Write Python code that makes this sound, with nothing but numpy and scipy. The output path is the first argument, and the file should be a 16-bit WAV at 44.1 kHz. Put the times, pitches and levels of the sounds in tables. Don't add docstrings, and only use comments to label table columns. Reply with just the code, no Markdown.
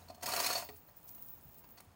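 import sys
import numpy as np
from scipy import signal
from scipy.fft import rfft, irfft
from scipy.io import wavfile
from scipy.ndimage import uniform_filter1d

SR = 44100
rng = np.random.default_rng(int(sys.argv[2]) if len(sys.argv) > 2 else 0)


def to_wav(sig):
    pcm = np.clip(np.atleast_2d(sig), -1, 1) * 32767
    pcm = np.round(pcm).astype(np.int16)
    wavfile.write(sys.argv[1], SR, pcm.T)


N = 85995

CONTACTS_PER_S = 4500
RUN_PER_S = 1800
BITE_DB = 2.5

# pitch_hz, level_db (relative)
CLASH_COLOUR = [(60, -34), (150, -12), (500, -2.5), (1400, 0), (2300, 0.5), (3500, -3), (5500, -2),
                (7000, -1), (10000, -2), (13500, -2.5), (15500, -0.5)]


def amp(db):
    return 10 ** (np.asarray(db) / 20)


def unit(x):
    return x / np.sqrt(np.mean(x ** 2) + 1e-20)


def crest(x):
    loudest_power = uniform_filter1d(x ** 2, size=180).max()
    return x / np.sqrt(loudest_power + 1e-20)


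def level(points):
    times_s, levels_db = np.transpose(points)
    return amp(np.interp(np.arange(N) / SR, times_s, levels_db))


def add(mix, s, sound):
    part = mix[max(round(s * SR), 0):][:len(sound)]
    part += sound[:len(part)]


def colour(x, points):
    hz, db = np.transpose(points)
    grid_hz = abs(np.fft.fftfreq(2048, 1 / SR)) + 1
    log_gain = np.log(amp(np.interp(np.log(grid_hz), np.log(hz), db)))
    response = np.exp(np.conj(signal.hilbert(log_gain)))
    return signal.fftconvolve(x, np.fft.ifft(response).real)[:len(x)]


def band(hz, width_hz):
    off = (np.fft.rfftfreq(N, 1 / SR) - hz) / width_hz
    spectrum = rfft(rng.standard_normal(N)) / (1 + (2 * off) ** 4)
    return unit(irfft(spectrum, N))


def ring(x, modes):
    t = np.arange(SR // 3) / SR
    body = np.zeros(len(t))
    for hz, db, t60 in modes:
        fade = np.exp(-np.log(1000) * t / t60)
        body += amp(db) * fade * np.cos(2 * np.pi * hz * t)
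    return signal.fftconvolve(x, body)[:len(x)]


def contacts(per_s, count):
    return rng.standard_normal(count) * (rng.random(count) < per_s / SR)


def hoist():
    # start_s, housing_knock_db, knock_hardness_hz, link_ring_db, link_pitch_hz, clash_db
    strikes = [(.018, -60, 746, -68, 3960, -93), (.083, -58.5, 930, -57, 4360, -61),
               (.098, -44, 816, -56.5, 4370, -62), (.176, -57.5, 800, -78, 4450, -72),
               (.145, -62, 905, -63.5, 4400, -59.5), (.208, -62, 824, -66, 4370, -63),
               (.223, -50, 1480, -62, 4400, -48.5), (.229, -56, 1500, -58, 4380, -43),
               (.236, -43.5, 805, -53, 4330, -58), (.258, -52, 1500, -47.5, 4370, -36.5),
               (.273, -42.5, 1150, -44.5, 4400, -68), (.285, -39, 1220, -66, 4320, -39),
               (.295, -40.5, 1510, -54, 4400, -45), (.319, -43, 1140, -37.5, 4413, -42),
               (.334, -36.5, 1090, -43, 4460, -35), (0.361, -45.5, 1530, -36.5, 4420, -34.5),
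               (0.373, -37, 1580, -43, 4160, -61), (.389, -43.5, 1220, -38, 4500, -40.5),
               (0.398, -34, 1620, -36, 4490, -33), (.409, -45.5, 1470, -47, 4150, -41),
               (.434, -46, 1520, -41, 4800, -59), (0.441, -44, 1490, -38, 4263, -36),
               (.461, -49, 1510, -32.5, 4330, -34.5), (.469, -48, 1560, -67, 4300, -52),
               (.500, -35, 1470, -40, 4400, -41.5), (.508, -51, 1520, -37.5, 4410, -63),
               (.527, -64, 1520, -45, 4370, -37), (.552, -36, 960, -34, 4504, -53),
               (0.577, -43, 1220, -40, 4440, -41), (.622, -47, 1430, -69, 4380, -54),
               (.689, -51, 1800, -57, 4450, -57.5), (.884, -61, 1560, -71, 4240, -68),
               (1.178, -67, 2600, -77, 4300, -67), (1.638, -60, 2040, -71, 4680, -66.5),
               (1.772, -61, 2360, -67, 4500, -62), (1.780, -61, 2420, -58, 4480, -59),
               (1.800, -57, 2200, -74, 4300, -61)]
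    # start_s, level_db
    run_levels = [(0, -67), (.13, -72.5), (.22, -74), (.232, -43), (.255, -54.5), (.266, -45), (.36, -43.5),
                  (.46, -40.5), (.54, -42.5), (.59, -45.5), (.63, -54), (.67, -76)]
    # pitch_hz, level_db, t60_s
    wheel_modes = [(2760, -0.5, 0.012), (3560, -7, 0.011), (5300, -21, 0.015), (5480, 7.5, 0.012),
                   (6320, -1, 0.039), (6570, 8.5, 0.017), (8470, 2, 0.023)]
    # pitch_hz, level_db, t60_s
    wheel_tones = [(3042, -11, .12), (5022, -8, .17)]
    rise_s, fall_s = 0.0033, 0.0069

    t = np.arange(SR // 4) / SR
    spray = np.minimum(t / rise_s, 1) * np.exp(-np.maximum(t - rise_s, 0) / fall_s)
    main_blow = amp(11.5) * (spray == spray.max())
    knocks, links, clash = np.zeros((3, N))
    for s, housing_db, hard_hz, link_db, link_hz, clash_db in strikes:
        blows = contacts(CONTACTS_PER_S, count=len(t)) * spray
        blows += amp(BITE_DB) * (t == 0)
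        add(knocks, s, amp(housing_db) * crest(knock(blows + main_blow, hard_hz)))
        add(links, s, amp(link_db) * crest(link(blows, link_hz)))
        add(clash, s, amp(clash_db) * crest(steel(blows)))

    run = level(run_levels)
    rattle = contacts(RUN_PER_S, count=N)
    scrapes = contacts(9000, count=N)
    knocks += amp(-3) * run * unit(knock(rattle, hard_hz=2360))
    links += amp(-13.5) * run * running_links(count=7)
    clash += amp(1.5) * run * unit(colour(scrapes, CLASH_COLOUR))

    wheel_blows = clash * rng.choice([-1, 1], N)
    wheel = amp(-9) * unit(ring(wheel_blows, wheel_modes))
    wheel += amp(-17) * unit(ring(run * rattle, wheel_tones))
    return knocks + links + clash + np.std(clash) * wheel


def knock(blows, hard_hz):
    # pitch_hz, level_db (relative), t60_s
    housing_modes = [(167, -16.5, 0.055), (274, -13.5, 0.061), (407.7, -17, 0.14), (616.7, -9, 0.12),
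                     (688.7, 1, 0.087), (730, 2.5, 0.1), (928, -0.5, 0.045), (970, -1.5, 0.072),
                     (1019, -2.5, 0.078), (1139, -4, 0.071), (1198, -6.5, 0.11), (1358, -3, 0.058),
                     (1414, -8, 0.071), (1633, -4, 0.039), (1882, 5.5, 0.022), (2295, 3, 0.025),
                     (2528, 6.5, 0.016)]
    low_pass = signal.butter(3, hard_hz, fs=SR, output="sos")
    return ring(signal.sosfilt(low_pass, blows), housing_modes)


def link(blows, hz):
    # multiple of the link's pitch, level_db (relative)
    link_modes = [(0.579, -6), (0.802, -18), (0.991, 1), (1.009, -5.5), (1.06, -12), (1.242, -6),
                  (1.53, -17)]
    t60_s = 0.04
    modes = []
    for ratio, db in link_modes:
        detune = 1 + rng.uniform(-0.01372, 0.0098)
        modes.append((hz * ratio * detune, db, t60_s))
    focused = signal.lfilter(*signal.iirpeak(hz, 1.6, fs=SR), blows)
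    return ring(focused, modes)


def running_links(count):
    variety = 0.025
    pitches_hz = 4370 * (1 + variety * np.linspace(-1, 1, count))
    return unit(sum(link(contacts(RUN_PER_S / count, count=N), hz) for hz in pitches_hz))


def steel(blows, fall_s=0.0043):
    t = np.arange(SR // 50) / SR
    shimmer = rng.standard_normal(len(t)) * np.exp(-t / fall_s)
    return colour(signal.fftconvolve(blows, shimmer)[:len(blows)], CLASH_COLOUR)


def jolt():
    # pitch_hz, level_db (relative), t60_s
    frame_modes = [(259, 5.5, 0.09), (302, 0, 0.06), (415, 3, 0.12), (540, -8, 0.029), (692, 5, 0.098),
                   (1170, 8.5, 0.054), (1900, 12, 0.018), (2320, -14, 0.023), (3550, -1, 0.013)]
    start_s, level_db, fall_s = 0.690, -45, 0.0052
    t, out = np.arange(SR // 4) / SR, np.zeros(N)
    blows = contacts(CONTACTS_PER_S, count=len(t)) * np.exp(-t / fall_s)
    blows += amp(BITE_DB) * (t == 0)
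    add(out, start_s, amp(level_db) * crest(ring(blows, frame_modes)))
    return out


def ticks():
    # start_s, level_db
    tick_events = [(0.065, -62), (1.03, -59), (1.079, -53.5), (1.083, -52.5), (1.087, -50), (1.092, -47),
                   (1.103, -56), (1.149, -49.5), (1.227, -54.5), (1.286, -51), (1.290, -60), (1.411, -58.5),
                   (1.545, -54.5), (1.578, -62), (1.585, -54.5), (1.593, -57), (1.690, -58), (1.708, -59),
                   (1.806, -49.5)]
    # start_s, level_db
    rustle_levels = [(0, -105), (.74, -75), (.765, -59), (.82, -79), (.95, -83), (.968, -64), (1.05, -75),
                     (1.09, -64.5), (1.2, -69), (1.23, -64), (1.38, -70), (1.55, -71), (1.6, -74),
                     (1.67, -86), (1.85, -69), (1.9, -103)]
    # pitch_hz, level_db (relative)
    tick_colour = [(200, -21), (2000, -10), (4500, 1.5), (8000, 6), (12000, 7.5), (14800, 11), (15700, 10)]
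    fall_s, scatter_db = 0.0032, -16
    t = np.arange(SR // 30) / SR
    grains = unit(contacts(2000, count=N)) + 0.56 * rng.standard_normal(N)
    out = level(rustle_levels) * unit(colour(grains, tick_colour))
    for s, db in tick_events:
        scatter = rng.standard_normal(len(t)) * np.exp(-t / fall_s)
        snap = (t == 0) + amp(scatter_db) * scatter
        add(out, s, amp(db) * crest(colour(snap, tick_colour)))
    return out


def yard(x):
    # pitch_hz, level_db (relative)
    yard_colour = [(200, 6.5), (1200, -5), (3000, -1.5), (4400, -5.5), (9000, -3), (15000, -10)]
    delay_s, t60_s = 0.018, 0.43
    t = np.arange(SR // 2) / SR
    echoes = contacts(3000, count=len(t)) * (t > delay_s)
    tail = colour(echoes * np.exp(-np.log(1000) * t / t60_s), yard_colour)
    return signal.fftconvolve(x, tail / np.linalg.norm(tail))[:N]


def sizzle():
    # start_s, level_db
    sizzle_levels = [(0, -69), (.2, -72), (.3, -52), (.6, -51.5), (.78, -56.5), (.83, -65), (.958, -66),
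                     (.97, -48), (1.02, -60), (1.09, -48.5), (1.21, -57), (1.225, -38), (1.27, -54),
                     (1.29, -46.5), (1.345, -51.5), (1.38, -64), (1.48, -57.5), (1.72, -62), (1.84, -73.5),
                     (1.9, -89)]
    # pitch_hz, width_hz, level_db (relative)
    sizzle_bands = [(15260, 130, 0), (15730, 50, -7), (15470, 720, -3)]
    noise = sum(amp(db) * band(hz, width_hz) for hz, width_hz, db in sizzle_bands)
    flutter_db = 3 * band(0, 45.5)
    return level(sizzle_levels) * unit(noise * amp(flutter_db))


def steps():
    # start_s, level_db
    footfalls = [(1.308, -64), (1.454, -51.5), (1.483, -54), (1.864, -54)]
    fall_s = 0.0075
    u, out = np.arange(SR // 5) / SR / fall_s, np.zeros(N)
    for s, db in footfalls:
        thud = band(hz=96, width_hz=102)[:len(u)] * u * np.exp(-u)
        add(out, s, amp(db) * crest(thud))
    return out


def air():
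    # pitch_hz, level_db (relative)
    air_colour = [(20, 0.5), (35, 7.5), (55, 10), (85, 3.5), (130, 1), (250, -1.5), (400, -7.5), (900, -7),
                  (2000, -19), (4000, -24), (9000, -57.5), (15000, -33.5)]
    # start_s, level_db
    air_levels = [(0, -61), (.9, -63), (1.3, -62.5), (1.65, -63), (1.95, -63.5)]
    # start_s, level_db
    drone_levels = [(0, -63.5), (.5, -71.5), (.75, -58.5), (.85, -108), (1.95, -74)]
    waver_db = 0.5 * band(0, 4.2)
    wash = unit(colour(rng.standard_normal(N), air_colour)) * amp(waver_db)
    drone = band(hz=86.16, width_hz=0.84)
    return level(air_levels) * wash + level(drone_levels) * drone


def scene():
    near = hoist() + jolt() + ticks()
    echoes = amp(-15.5) * yard(near)
    mix = near + echoes + sizzle() + steps() + air()
    return mix[None]


def record(dry):
    low_cut = signal.butter(2, 76, "highpass", fs=SR, output="sos")
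    thinned = signal.sosfilt(low_cut, dry)
    treble_cut = signal.firwin(511, 16000, window=("kaiser", 9), fs=SR)
    return signal.oaconvolve(thinned, treble_cut[None], "same")


dry = scene()
out = record(dry)
to_wav(out)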